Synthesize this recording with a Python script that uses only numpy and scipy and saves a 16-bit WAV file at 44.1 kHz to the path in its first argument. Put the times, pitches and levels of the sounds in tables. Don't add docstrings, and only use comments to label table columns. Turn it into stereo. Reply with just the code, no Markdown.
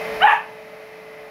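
import sys
import numpy as np
from scipy import signal
from scipy.fft import rfft, irfft, next_fast_len
from scipy.io import wavfile
from scipy.ndimage import uniform_filter1d, minimum_filter1d, map_coordinates

SR = 44100
rng = np.random.default_rng(int(sys.argv[2]) if len(sys.argv) > 2 else 0)


def bounce(signal):
    frames = np.transpose(np.atleast_2d(signal))
    limited = np.clip(frames, -1, 1)
    pcm = np.round(limited * 32767).astype(np.int16)
    wavfile.write(sys.argv[1], SR, pcm)


N = 57330
TIME = np.arange(N) / SR


def amp(db):
    return 10 ** (np.asarray(db) / 20)


def unit(x):
    return x / np.sqrt(np.mean(x ** 2) + 1e-20)


def along(points, hz):
    freqs, values = np.transpose(points)
    return np.interp(np.log(hz + 1), np.log(freqs + 1), values)


def curves(rows):
    times, *columns = np.transpose(rows)
    return [np.interp(TIME, times, column) for column in columns]


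def wobble(rate):
    return map_coordinates(rng.standard_normal(4096), [TIME * rate], mode="wrap")


def filtered(x, response):
    size = next_fast_len(N + SR // 2)
    return irfft(rfft(x, size) * response(np.fft.rfftfreq(size, 1 / SR)), size)[..., :N]


def delayed(x, seconds):
    return filtered(x, lambda hz: np.exp(-2j * np.pi * hz * seconds))


def turning(hz):
    return 2 * np.pi * np.cumsum(hz) / SR


# time in seconds, pitch in Hz.
MOTOR_PITCH = [(0, 442.1), (.3, 435.3), (.75, 436.2), (1.3, 435.7)]
# multiple of the motor's pitch, level in dB.
HUM_TONES = [(.395, -53), (1, -32), (1.321, -39.5), (1.432, -44.5), (2, -46.5), (4.675, -43.5),
             (4.82, -47.5), (6.988, -53.5), (11.99, -60.5)]
# frequency in Hz, relative level in dB.
AIR_COLOR = [(20, -34), (45, -17), (90, -22), (140, -13), (170, -10.5), (200, -9.5), (270, -14), (400, -12),
             (530, -8), (620, 1.5), (700, -5), (900, -10), (1500, -8), (1900, -6.5), (2060, -7),
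             (2200, -11.5), (2550, -9), (2800, -17.5), (3300, -21), (4000, -21), (5700, -27), (8200, -41),
             (10000, -30.5), (12500, -31), (15700, -40)]
# frequency in Hz, how alike left and right are (1 same, -1 opposite).
AIR_LIKENESS = [(50, 0.84), (170, 1), (400, 0.54), (700, 0.6), (1200, -0.11), (1600, -0.61), (2200, .35),
                (3200, -0.19), (8000, 0.0092)]

def appliance(waver_db=1.42, air_db=-28.5):
    phase = turning(curves(MOTOR_PITCH)[0])
    hum = 0
    for ratio, db in HUM_TONES:
        strength = np.sqrt(2) * amp(db + waver_db * wobble(18))
        offset = rng.uniform(0, 2 * np.pi) + 0.21 * ratio * wobble(14)
        hum += strength * np.sin(ratio * phase + offset)

    def air_shape(hz):
        spread = np.arccos(np.clip(along(AIR_LIKENESS, hz), -1, 1)) / 2
        return amp(along(AIR_COLOR, hz)) * [np.cos(spread), np.sin(spread)]

    shared, opposite = filtered(rng.standard_normal((2, N)), air_shape)
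    air = unit(np.array([shared + opposite, shared - opposite]))
    return hum + amp(air_db) * air


# start in seconds, relative level in dB.
PAW_STEPS = [(0.019, -41.5), (0.206, -40), (0.358, -40)]

def paws(pitch_hz=170.2, rise_s=0.0082, ring_s=0.065):
    floor = np.zeros(N)
    for start, db in PAW_STEPS:
        age = np.maximum(TIME - start, 0)
        strength = amp(db - 60 * age / ring_s) * (1 - np.exp(-age / rise_s))
        floor += strength * np.sin(2 * np.pi * pitch_hz * age)
    return 2 * floor


# time in seconds, pitch in Hz, lowest tone's level in dB,
# overtones' level in dB before the throat shapes them, rasp's level in dB.
BARK_SHAPE = [(.204, 565.1, -54, -49.5, -48), (.213, 634.2, -31, -23.5, -43.5),
              (.223, 730.2, -15, -17, -26.5), (0.235, 763.2, -16, -12, -19), (.244, 837.2, -4, -14, -19.5),
              (0.26, 871.4, -9, -31, -13), (.274, 863.8, -10, 0, -8), (0.291, 843, -11, -5, -5),
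              (0.314, 857.5, -18.5, -16, -6.5), (0.338, 851, -2, -25.5, -7.5), (0.351, 795, -62, -32, -27)]
# frequency in Hz, boost or cut in dB.
THROAT_COLOR = [(600, 2), (1150, 0.5), (1650, -2.5), (2000, -6.5), (2300, -11), (2600, -20.5), (2850, 1),
                (3050, -6), (3300, -28.5), (3900, -18), (4600, -60), (8000, -53)]
# frequency in Hz, relative level in dB.
RASP_COLOR = [(250, -54), (480, -32.5), (680, -8.5), (930, 0.5), (1120, -1), (1350, -12.5), (1550, -2.5),
              (1760, -0.5), (2020, -14), (2480, -7), (2950, -13.5), (3500, -29.5), (4500, -44), (6200, -39),
              (8200, -49), (11000, -44), (15500, -58)]

def bark(rough_start_s=0.255, roughen_s=0.027, shakes_per_s=500, second_hz=1121, close_db_per_s=1208):
    pitch, lowest_db, overtone_db, rasp_db = curves(BARK_SHAPE)
    roughness = np.clip((TIME - rough_start_s) / roughen_s, 0, 1)
    shake = (0.0098 + 0.042 * roughness) * wobble(shakes_per_s)
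    phase = turning(pitch * (1 + shake))
    overtones = sum(amp(along(THROAT_COLOR, k * pitch)) * np.sin(k * phase) for k in range(2, 7))
    swell = amp(-6.5) * np.exp(-0.5 * ((TIME - 0.3007) / 0.0086) ** 2)
    second_tone = swell * np.sin(turning(second_hz * (1 + 0.0371 * wobble(shakes_per_s))))
    voice = np.sqrt(2) * (amp(lowest_db) * np.sin(phase) + amp(overtone_db) * overtones + second_tone)
    puffs = rng.standard_normal(N) * (1 + np.cos(phase))
    rasp = amp(rasp_db) * unit(filtered(puffs, lambda hz: amp(along(RASP_COLOR, hz))))
    outside_s = np.abs(TIME - np.clip(TIME, BARK_SHAPE[0][0], BARK_SHAPE[-1][0]))
    return (voice + rasp) * amp(-close_db_per_s * outside_s)


# frequency in Hz, how much louder the left is in dB.
BARK_BALANCE = [(700, -3), (1600, -2), (2600, 0.5), (5000, 1)]
# delay in seconds, strength, the left side's head start in seconds.
WALL_ECHOES = [(.0035, 0.32, -.0004), (0.0109, 0.23, .0003), (0.0205, 0.17, -.0003)]
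# frequency in Hz, seconds to fade by 60 dB.
RING_TIMES = [(200, 0.52), (900, 0.35), (2500, 0.34), (5000, 0.28), (12000, 0.31)]

def hallway(sound, right_lead_s=0.000082, ring_db=-1.5, ring_delay_s=0.008, build_s=0.004):
    sides = np.array([[1], [-1]])
    arriving = delayed(sound, sides * right_lead_s / 2)
    direct = filtered(arriving, lambda hz: amp(sides * along(BARK_BALANCE, hz) / 2))
    echoes = sum(gain * delayed(sound, delay - sides * lead / 2) for delay, gain, lead in WALL_ECHOES)
    hz, age, noise = signal.stft(rng.standard_normal((2, SR * 3 // 4)), SR, nperseg=256)
    fade = amp(-60 * age / along(RING_TIMES, hz)[:, None]) * (1 - np.exp(-age / build_s))
    tail = signal.istft(noise * fade, SR, nperseg=256)[1]
    ring = signal.fftconvolve(sound[None], tail / np.linalg.norm(tail[0]), axes=1)[:, :N]
    return direct + echoes + amp(ring_db) * delayed(ring, ring_delay_s)


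def gain_control(sound, threshold_db=-9.5, range_db=11.5, react_s=0.025, sink_db_per_s=0.88):
    power = uniform_filter1d(np.mean(sound ** 2, axis=0), size=220)
    level_db = 10 * np.log10(np.abs(power) + 1e-12)
    excess_db = np.clip(level_db - threshold_db, 0, range_db)
    sink_db = sink_db_per_s * TIME
    cut_db = np.maximum.accumulate(excess_db - sink_db) + sink_db
    smoothing = np.exp(-1 / (react_s * SR))
    return sound * amp(-signal.lfilter([1 - smoothing], [1, -smoothing], cut_db))


def limiter(sound, ceiling=0.97, look_ahead_s=0.004):
    size = int(2 * look_ahead_s * SR)
    allowed = np.minimum(1, ceiling / (np.abs(sound).max(axis=0) + 1e-9))
    gain = minimum_filter1d(allowed, 2 * size)
    return sound * uniform_filter1d(uniform_filter1d(gain, size), size)


def scene():
    return hallway(bark()) + paws() + appliance()


def record(dry):
    return filtered(limiter(gain_control(dry)), lambda hz: hz < 15780)


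dry = scene()
out = record(dry)
bounce(out)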